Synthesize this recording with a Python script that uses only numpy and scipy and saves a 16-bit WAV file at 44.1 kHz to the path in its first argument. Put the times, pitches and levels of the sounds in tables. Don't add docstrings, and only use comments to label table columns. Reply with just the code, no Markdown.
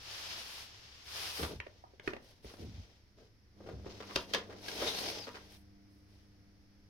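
import sys
import numpy as np
from scipy import signal
from scipy.fft import rfft, irfft, next_fast_len
from scipy.io import wavfile
from scipy.ndimage import uniform_filter1d, map_coordinates

SR = 44100
rng = np.random.default_rng(int(sys.argv[2]) if len(sys.argv) > 2 else 0)


def bounce(signal):
    frames = np.transpose(np.atleast_2d(signal))
    limited = np.clip(frames, -1, 1)
    pcm = np.round(limited * 32767).astype(np.int16)
    wavfile.write(sys.argv[1], SR, pcm)


N = 303893

# start_s, rise_s, hold_s, fade_db_per_s, hiss_db, fizz_db, drum_db
SLEEVE_RUBS = [(1.37, 0.018, .14, 280, -55.5, -80.5, -46.5), (1.628, 0.031, .01, 31, -70, -94, -70),
               (2.018, 0.052, 0.011, 155, -60.5, -76, -56), (2.184, 0.085, .02, 112, -66, -78, -65.5),
               (2.422, 0.033, 0.078, 90, -62, -73.5, -59.5), (2.554, 0.058, 0.038, 130, -64, -81, -57.5),
               (2.658, 0.089, 0.091, 71, -66, -89, -70.5), (3.165, 0.021, 0.053, 260, -70.5, -93, -59),
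               (3.546, 0.15, .03, 130, -66.5, -87, -50.5), (3.77, 0.13, 0.11, 117.5, -62, -86, -54),
               (4.025, 0.13, 0.06, 200, -54.5, -68.5, -53.5), (4.27, 0.047, .06, 187.5, -53.5, -73, -49.5),
               (4.437, 0.062, 0.018, 105, -66, -83, -49), (4.759, 0.055, .02, 160, -45, -66, -40.5),
               (5.473, 0.064, .01, 170, -70, -74.5, -87), (5.876, 0.042, 0.054, 74, -92, -88, -85),
               (6.06, 0.056, 0.058, 81, -75.5, -87, -75)]
# time_s, level_db
DISC_PULL = [(4.56, -68), (4.692, -46.5), (4.71, -50), (4.878, -40), (4.942, -43.5), (5.102, -43),
             (5.282, -60.5), (5.56, -66), (5.62, -98)]
# hiss_db, fizz_db, drum_db
PULL_MIX_DB = [-0.5, -15, -3.5]
# start_s, level_db, ring_hz, rise_s, knock_db, knock_hz
PAPER_SNAPS = [(4.1588, -17, 4660, 0.00057, -34, 198), (4.161, -16, 2800, 0.0012, -31, 430),
               (4.335, -20.5, 3220, 0.0025, -52, 677), (4.3435, -24, 1695, 0.0035, -28.5, 534),
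               (4.3465, -21.5, 3540, .0017, -31.5, 632), (4.683, -29.5, 1643, 0.0024, -51, 444),
               (4.8225, -33, 3220, 0.00049, -29, 590), (5.2809, -40.5, 1150, .0014, -42.5, 454)]
# start_s, level_db, drum_db, rise_s
CRUMPLES = [(1.392, -30.5, -38.5, 0.0047), (1.428, -22.5, -40, 0.0068), (2.497, -43.5, -67, 0.0026),
            (2.538, -45, -44.5, 0.0022), (3.184, -65, -57, 0.0026), (3.603, -76, -46, 0.0028),
            (3.667, -42, -46.5, 0.0067), (3.688, -41, -38.5, 0.0036), (3.858, -42, -52, 0.0052),
            (4.003, -33, -40.5, .003), (4.024, -34.5, -49, 0.0042), (4.089, -33.5, -57.5, 0.011),
            (4.351, -28.5, -37, .01), (4.498, -37.5, -52, 0.0091), (4.814, -26, -34.5, 0.0094),
            (5.269, -32, -40, .0055), (5.344, -32.5, -52, 0.0098)]
# start_s, rise_s, hold_s, taut_hz, slacken_s, level_db
SHEET_BENDS = [(1.39, 0.038, .015, 135.5, 0.31, -43.5), (1.5, 0.027, 0.036, 199.3, .035, -46),
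               (2.426, 0.021, 0.0092, 90, 0.055, -50.5), (2.58, 0.036, 0.18, 186, .075, -47.5),
               (3.68, 0.052, 0.16, 272.7, .045, -51.5)]
# time_s, centre_hz
RIM_PITCH = [(4.8, 3345), (4.885, 3750), (4.93, 3720), (5.0, 4510), (5.17, 5330), (5.21, 5100),
             (5.27, 4200)]
# start_s, rise_s, hold_s, level_db
RIM_SQUEAKS = [(4.863, .015, .012, -42), (5.173, .025, 0.05, -54)]
# start_s, rise_s, hold_s, hiss_db, fizz_db
JACKET_DRAGS = [(0.0, 0.0072, 1.07, -60, -77), (-0.056, 0.21, 0.25, -48.5, -61),
                (0.31, 0.17, 0.14, -52, -60.5), (1.031, 0.15, .13, -45.5, -54.5),
                (1.286, 0.082, 0.075, -47.5, -51.5)]
# start_s, level_db, ring_hz, knock_db, knock_hz, pan_db, rebound_db
EDGE_CLICKS = [(1.6015, -28, 2400, -45.5, 442, -1, -24), (1.666, -43, 1650, -42.5, 496, -2.5, -0.5),
               (1.839, -69, 1730, -42, 767, -3, -32), (1.936, -68, 1780, -50, 410, -4, -24),
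               (1.997, -37, 2110, -45.5, 480, 1, -15), (2.0758, -24, 1720, -27.5, 361, -2, -1.5),
               (2.134, -32.5, 1920, -32.5, 462, -3, -8.5), (2.1653, -38, 1740, -39.5, 533, -0.5, -9.5),
               (2.446, -50, 1980, -41.5, 470, 1, -20), (3.863, -52, 1480, -35, 399, -1, -22)]
# pitch_ratio, level_db, t60_s
BOARD_MODES = [(.45, -13, 0.057), (.84, -8, 0.031), (1.001, 2, 0.026), (1.22, -4, 0.039),
               (1.65, -10, 0.043), (2.3, -16.5, 0.022)]
# centre_hz, width_hz, lift_db
DISC_MODES = [(451, 95, 6.5), (606.7, 11.3, 5), (800, 34, 0.5), (1090, 32.6, -2), (1566, 24, 5),
              (1680, 19, -18), (1830, 10, -6), (3170, 120, 3)]
# freq_hz, level_db
PAPER_SPECTRUM = [(300, -15.5), (800, -1), (1200, -10), (2000, -5), (2800, -4.5), (3700, -3.5),
                  (5300, -2.5), (6200, -7.5), (7300, -19.5), (10000, -29)]
FIZZ_SPECTRUM = [(6000, -45), (7500, -9), (8700, 0), (11500, -0.5), (15800, -8)]
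DRUM_SPECTRUM = [(88, -51), (150, -7), (260, -4), (360, -1), (480, -5), (680, -6), (900, -18.5),
                 (1200, -17.5), (1700, -20.5), (3000, -51.5)]
SNAP_SPECTRUM = [(200, -28), (600, -3), (1100, -6.5), (1600, -8), (3200, -4), (4800, -5.5), (6100, -11),
                 (7500, -22.5), (12000, -24.5), (16000, -36)]
CRUMPLE_SPECTRUM = [(300, -10.5), (750, 5.5), (1300, 5), (1700, 4), (2500, -1.5), (5500, -7.5),
                    (7500, -20.5), (15000, -29)]
WOOL_SPECTRUM = [(88, -31), (150, -10.5), (260, -15.5), (350, -9.5), (587, -8.5), (671, -8), (1540, -5.5),
                 (2220, -5), (2850, -1.5), (4040, -3), (5190, -0.5), (8000, -20), (10400, -54),
                 (17600, -120)]
CLICK_SPECTRUM = [(300, -13), (1200, -1.5), (2700, -4), (3600, -9), (6200, -22.5), (7500, -29),
                  (15000, -40)]
AIR_SPECTRUM = [(20, -2.5), (35, -1), (80, -5), (146, -8.5), (310, -11.5), (640, -23), (1060, -26),
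                (2000, -22.5), (2700, -28.5), (3950, -29), (5300, -21.5), (6200, -30.5), (7400, -46),
                (11400, -38), (16000, -47)]
# freq_hz, correlation
STEREO_LIKENESS = [(100, 0.65), (400, 0.91), (800, 0.5), (1400, 0), (4000, 0.046), (12000, 0)]
# freq_hz, t60_s
ROOM_DECAY = [(150, 0.39), (1000, 0.26), (4000, 0.2), (12000, 0.15)]
# pitch_hz, level_db
HUM_PARTIALS = [(100, -68), (199.7, -66.5), (301, -69), (500, -84.5), (700, -80)]


def sleeve():
    rubs = [np.outer(amp(db), stroke(start_s, rise_s, hold_s, fade_db_per_s))
            for start_s, rise_s, hold_s, fade_db_per_s, *db in SLEEVE_RUBS]
    pull = np.outer(amp(PULL_MIX_DB), amp(curve(DISC_PULL)) * during(DISC_PULL))
    hiss, fizz, drum = power_sum(rubs + [pull])
    hiss = hiss * amp(3.5) * friction(with_disc(PAPER_SPECTRUM), 120, grain_db=-12.5, judder_db=1.8)
    fizz = fizz * amp(5) * friction(FIZZ_SPECTRUM, 344, grain_db=-9, judder_db=2)
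    fanning = drum * amp(-16) * resonance(75, width_ratio=0.7)
    drum = drum * amp(-1.5) * friction(with_disc(DRUM_SPECTRUM), 220, grain_db=-2, judder_db=2.25)
    return hiss * pan(2) + fizz * pan(-0.8) + drum * pan(1.09) + fanning


def snaps():
    out, t = np.zeros((2, N)), np.arange(SR // 6) / SR
    spectrum = with_disc(SNAP_SPECTRUM)
    for start_s, level_db, ring_hz, rise_s, knock_db, knock_hz in PAPER_SNAPS:
        ring = np.sin(2 * np.pi * ring_hz * t) * swell(t, rise_s)
        crack = amp(-7.5) * burst(t, rise_s, spectrum) + amp(-10) * ring
        add(out, start_s, amp(level_db) * crack + amp(knock_db) * knock(t, knock_hz, rise_s=0.0023))
    return out * pan(1.3)


def crumples(crease_db=-11.5, quick_rise_s=0.005):
    out, t = np.zeros((2, N)), np.arange(SR // 5) / SR
    spectrum, drum_spectrum = with_disc(CRUMPLE_SPECTRUM), with_disc(DRUM_SPECTRUM)
    for start_s, level_db, drum_db, rise_s in CRUMPLES:
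        scrape = amp(level_db - 17.5) * burst(t, rise_s, spectrum)
        drum = amp(drum_db - 4) * burst(t, rise_s, drum_spectrum)[:1]
        sharpness = min(1, quick_rise_s / rise_s)
        crease = amp(level_db + crease_db) * sharpness * burst(t, 0.00087, spectrum)
        add(out, start_s, scrape + drum + crease)
        for delay_s, size_db in zip(rise_s * rng.uniform(0.46, 4, 3), rng.normal(-10.5, 1.3, 3)):
            add(out, start_s + delay_s, amp(level_db + size_db) * burst(t, 0.00049, spectrum))
    return out * pan(0.52)


def bends(slack_hz=65.66, fade_db_per_s=270):
    out, t = np.zeros(N), np.arange(N) / SR
    for start_s, rise_s, hold_s, taut_hz, slacken_s, level_db in SHEET_BENDS:
        hz = slack_hz + (taut_hz - slack_hz) * np.exp(-np.maximum(t - start_s, 0) / slacken_s)
        upper = amp(-1.5) * (hz / 130) ** 1.55 * resonance(2.5 * hz, width_ratio=1)
        puff = amp(-2.5) * resonance(80, width_ratio=0.6)
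        lower = resonance(hz, width_ratio=0.94)
        out += amp(level_db) * stroke(start_s, rise_s, hold_s, fade_db_per_s) * (lower + upper + puff)
    return from_right([out]) * amp(-2.5)


def rim(swish_db=-5, fade_db_per_s=598):
    hz = curve(RIM_PITCH)
    skim = amp(curve(DISC_PULL) + swish_db + 2.5 * wobble(30))
    swish = skim * np.array([resonance(hz, width_ratio=0.26) for _ in range(2)])
    catch = power_sum(amp(level_db) * stroke(start_s, rise_s, hold_s, fade_db_per_s)
                      for start_s, rise_s, hold_s, level_db in RIM_SQUEAKS)
    squeak = catch * np.array([resonance(hz, width_ratio=0.06) for _ in range(2)])
    return (swish + squeak) * during(RIM_PITCH) * pan(4.8)


def jacket(fade_db_per_s=196):
    hiss, fizz = power_sum(np.outer(amp(db), stroke(start_s, rise_s, hold_s, fade_db_per_s))
                           for start_s, rise_s, hold_s, *db in JACKET_DRAGS)
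    rumble = hiss * amp(-17) * resonance(80, width_ratio=0.7)
    hiss = hiss * amp(3.5) * friction(WOOL_SPECTRUM, 2000, grain_db=-13, judder_db=0.9)
    fizz = fizz * amp(2) * friction(FIZZ_SPECTRUM, 1000, grain_db=-16, judder_db=0.9)
    return hiss * pan(1.9) + fizz * pan(-0.37) + from_right([rumble])


def clicks(rebound_s=0.003, rebound_ratio=1.43):
    out, t = np.zeros((2, N)), np.arange(SR // 6) / SR
    for start_s, level_db, ring_hz, knock_db, knock_hz, pan_db, rebound_db in EDGE_CLICKS:
        for delay_s, ratio, size_db in [(0, 1, 0), (rebound_s, rebound_ratio, rebound_db)]:
            edge = amp(-3.5) * np.sin(2 * np.pi * ring_hz * ratio * t) * swell(t, rise_s=0.00045)
            crack = amp(-9.5) * burst(t, 0.0011, CLICK_SPECTRUM)
            click = amp(level_db) * (edge + crack) + amp(knock_db) * knock(t, knock_hz, rise_s=0.00083)
            add(out, start_s + delay_s, click * amp(size_db) * pan(pan_db))
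    return from_right(out)


def room(x):
    hz, t, noise = signal.stft(rng.standard_normal((2, SR // 2)), SR, nperseg=256)
    decay = amp(-60 * t / log_interp(ROOM_DECAY, hz)[:, None])
    tail = signal.istft(noise * decay, SR, nperseg=256)[1]
    tail = np.pad(tail / np.linalg.norm(tail[0]), ((0, 0), (SR // 250, 0)))
    echo = signal.fftconvolve(x, tail, axes=1)[:, :N]
    return spread(echo, [(100, 6.5), (400, -3.5), (1000, 3), (5000, 1), (10000, -6)])


def background(idle_db=-18, run_db=5):
    t = np.arange(N) / SR
    startup = stroke(start_s=3.524, rise_s=0.15, hold_s=0, fade_db_per_s=3.5)
    running = amp(idle_db) + amp(run_db) * startup
    air = (amp(-67) + amp(-78.5) * running) * unit(spread(rng.standard_normal((2, N)), AIR_SPECTRUM))
    drone = amp(-70) * resonance(71, width_ratio=0.14) + amp(-71) * resonance(102, width_ratio=0.22)
    hum = sum(amp(db + 1.8 * wobble(4)) * np.sqrt(2) * np.sin(2 * np.pi * hz * t + 0.4 * wobble(3.48))
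              for hz, db in HUM_PARTIALS)
    return air + from_right([drone * amp(1 + 1.8 * wobble(1.34)) + hum * running])


def friction(spectrum, catches_per_s, grain_db, judder_db):
    catches = (rng.random(N) < catches_per_s / SR) * rng.standard_normal(N) * rng.standard_normal((2, N))
    slips = rng.standard_normal((2, N)) + amp(grain_db) * unit(catches)
    grip = amp(judder_db * unit(wobble(25) + wobble(110)))
    return unit(spread(slips * grip, spectrum))


def knock(t, hz, rise_s):
    ring = sum(amp(db + rng.normal(0, 1.44) - 60 * t / t60_s)
               * np.sin(2 * np.pi * hz * ratio * rng.normal(1, 0.045) * t)
               for ratio, db, t60_s in BOARD_MODES)
    ring *= 1 - np.exp(-t / rise_s)
    return ring[None] / np.abs(ring).max()


def burst(t, rise_s, spectrum):
    return unit(coloured(rng.standard_normal((2, len(t))), spectrum)) * swell(t, rise_s)


def resonance(hz, width_ratio):
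    cycles = np.cumsum(np.broadcast_to(hz, N)) / SR
    knots, phase = cycles * width_ratio, 2 * np.pi * cycles
    return unit(wander(knots) * np.cos(phase) + wander(knots) * np.sin(phase))


def with_disc(spectrum):
    hz = np.fft.rfftfreq(4096, 1 / SR)
    lift_db = sum(db / (1 + (2 * (hz - centre_hz) / width_hz) ** 2)
                  for centre_hz, width_hz, db in DISC_MODES)
    return np.column_stack([hz, log_interp(spectrum, hz) + lift_db])


def coloured(x, spectrum, size=2048):
    cepstrum = irfft(np.log(amp(log_interp(spectrum, np.fft.rfftfreq(size, 1 / SR)))))
    cepstrum[1:size // 2] *= 2
    cepstrum[size // 2 + 1:] = 0
    impulse = irfft(np.exp(rfft(cepstrum)))
    return signal.fftconvolve(x, impulse[None], axes=1)[:, :x.shape[1]]


def spread(pair, spectrum):
    size = next_fast_len(N + 8192)
    hz = np.fft.rfftfreq(size, 1 / SR)
    angle = np.arccos(np.clip(log_interp(STEREO_LIKENESS, hz), -1, 1)) / 2
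    shaped = rfft(pair, size) * amp(log_interp(spectrum, hz))
    mid, side = irfft(shaped * [np.cos(angle), np.sin(angle)], size)[:, :N]
    return np.array([mid + side, mid - side])


def stroke(start_s, rise_s, hold_s, fade_db_per_s):
    t = np.arange(N) / SR - start_s
    return np.clip(t / rise_s, 0, 1) * amp(-fade_db_per_s * np.maximum(t - rise_s - hold_s, 0))


def swell(t, rise_s):
    return t / rise_s * np.exp(1 - t / rise_s)


def curve(rows):
    return np.interp(np.arange(N) / SR, *np.transpose(rows))


def during(rows):
    t = np.arange(N) / SR
    return uniform_filter1d(1. * ((t >= rows[0][0]) & (t <= rows[-1][0])), size=600)


def wander(knots):
    return unit(map_coordinates(rng.standard_normal(N // 4), [knots], order=3, mode="mirror"))


def wobble(knots_per_s):
    return wander(np.arange(N) * knots_per_s / SR)


def log_interp(points, hz):
    freq_hz, values = np.transpose(points)
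    return np.interp(np.log(hz + 1), np.log(freq_hz + 1), values)


def pan(db):
    return amp([[db / 2], [-db / 2]])


def from_right(x, lag_samples=19):
    return np.array([np.roll(x[0], lag_samples), x[-1]])


def add(track, start_s, sound):
    part = track[:, max(round(start_s * SR), 0):][:, :sound.shape[1]]
    part += sound[:, :part.shape[1]]


def power_sum(gains):
    return np.sqrt(sum(gain ** 2 for gain in gains))


def amp(db):
    return 10 ** (np.asarray(db) / 20)


def unit(x):
    return x / np.sqrt(np.mean(x ** 2) + 1e-20)


def scene():
    taps, cracks = clicks(), snaps() + crumples()
    handling = jacket() + sleeve() + rim() + bends() + taps + cracks
    return handling + room(amp(-9.5) * taps + amp(-8) * cracks) + background()


def record(dry):
    top_hz, size = 15900, next_fast_len(N + 8192)
    return irfft(rfft(dry, size) * (np.fft.rfftfreq(size, 1 / SR) < top_hz), size)[:, :N]


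dry = scene()
out = record(dry)
bounce(out)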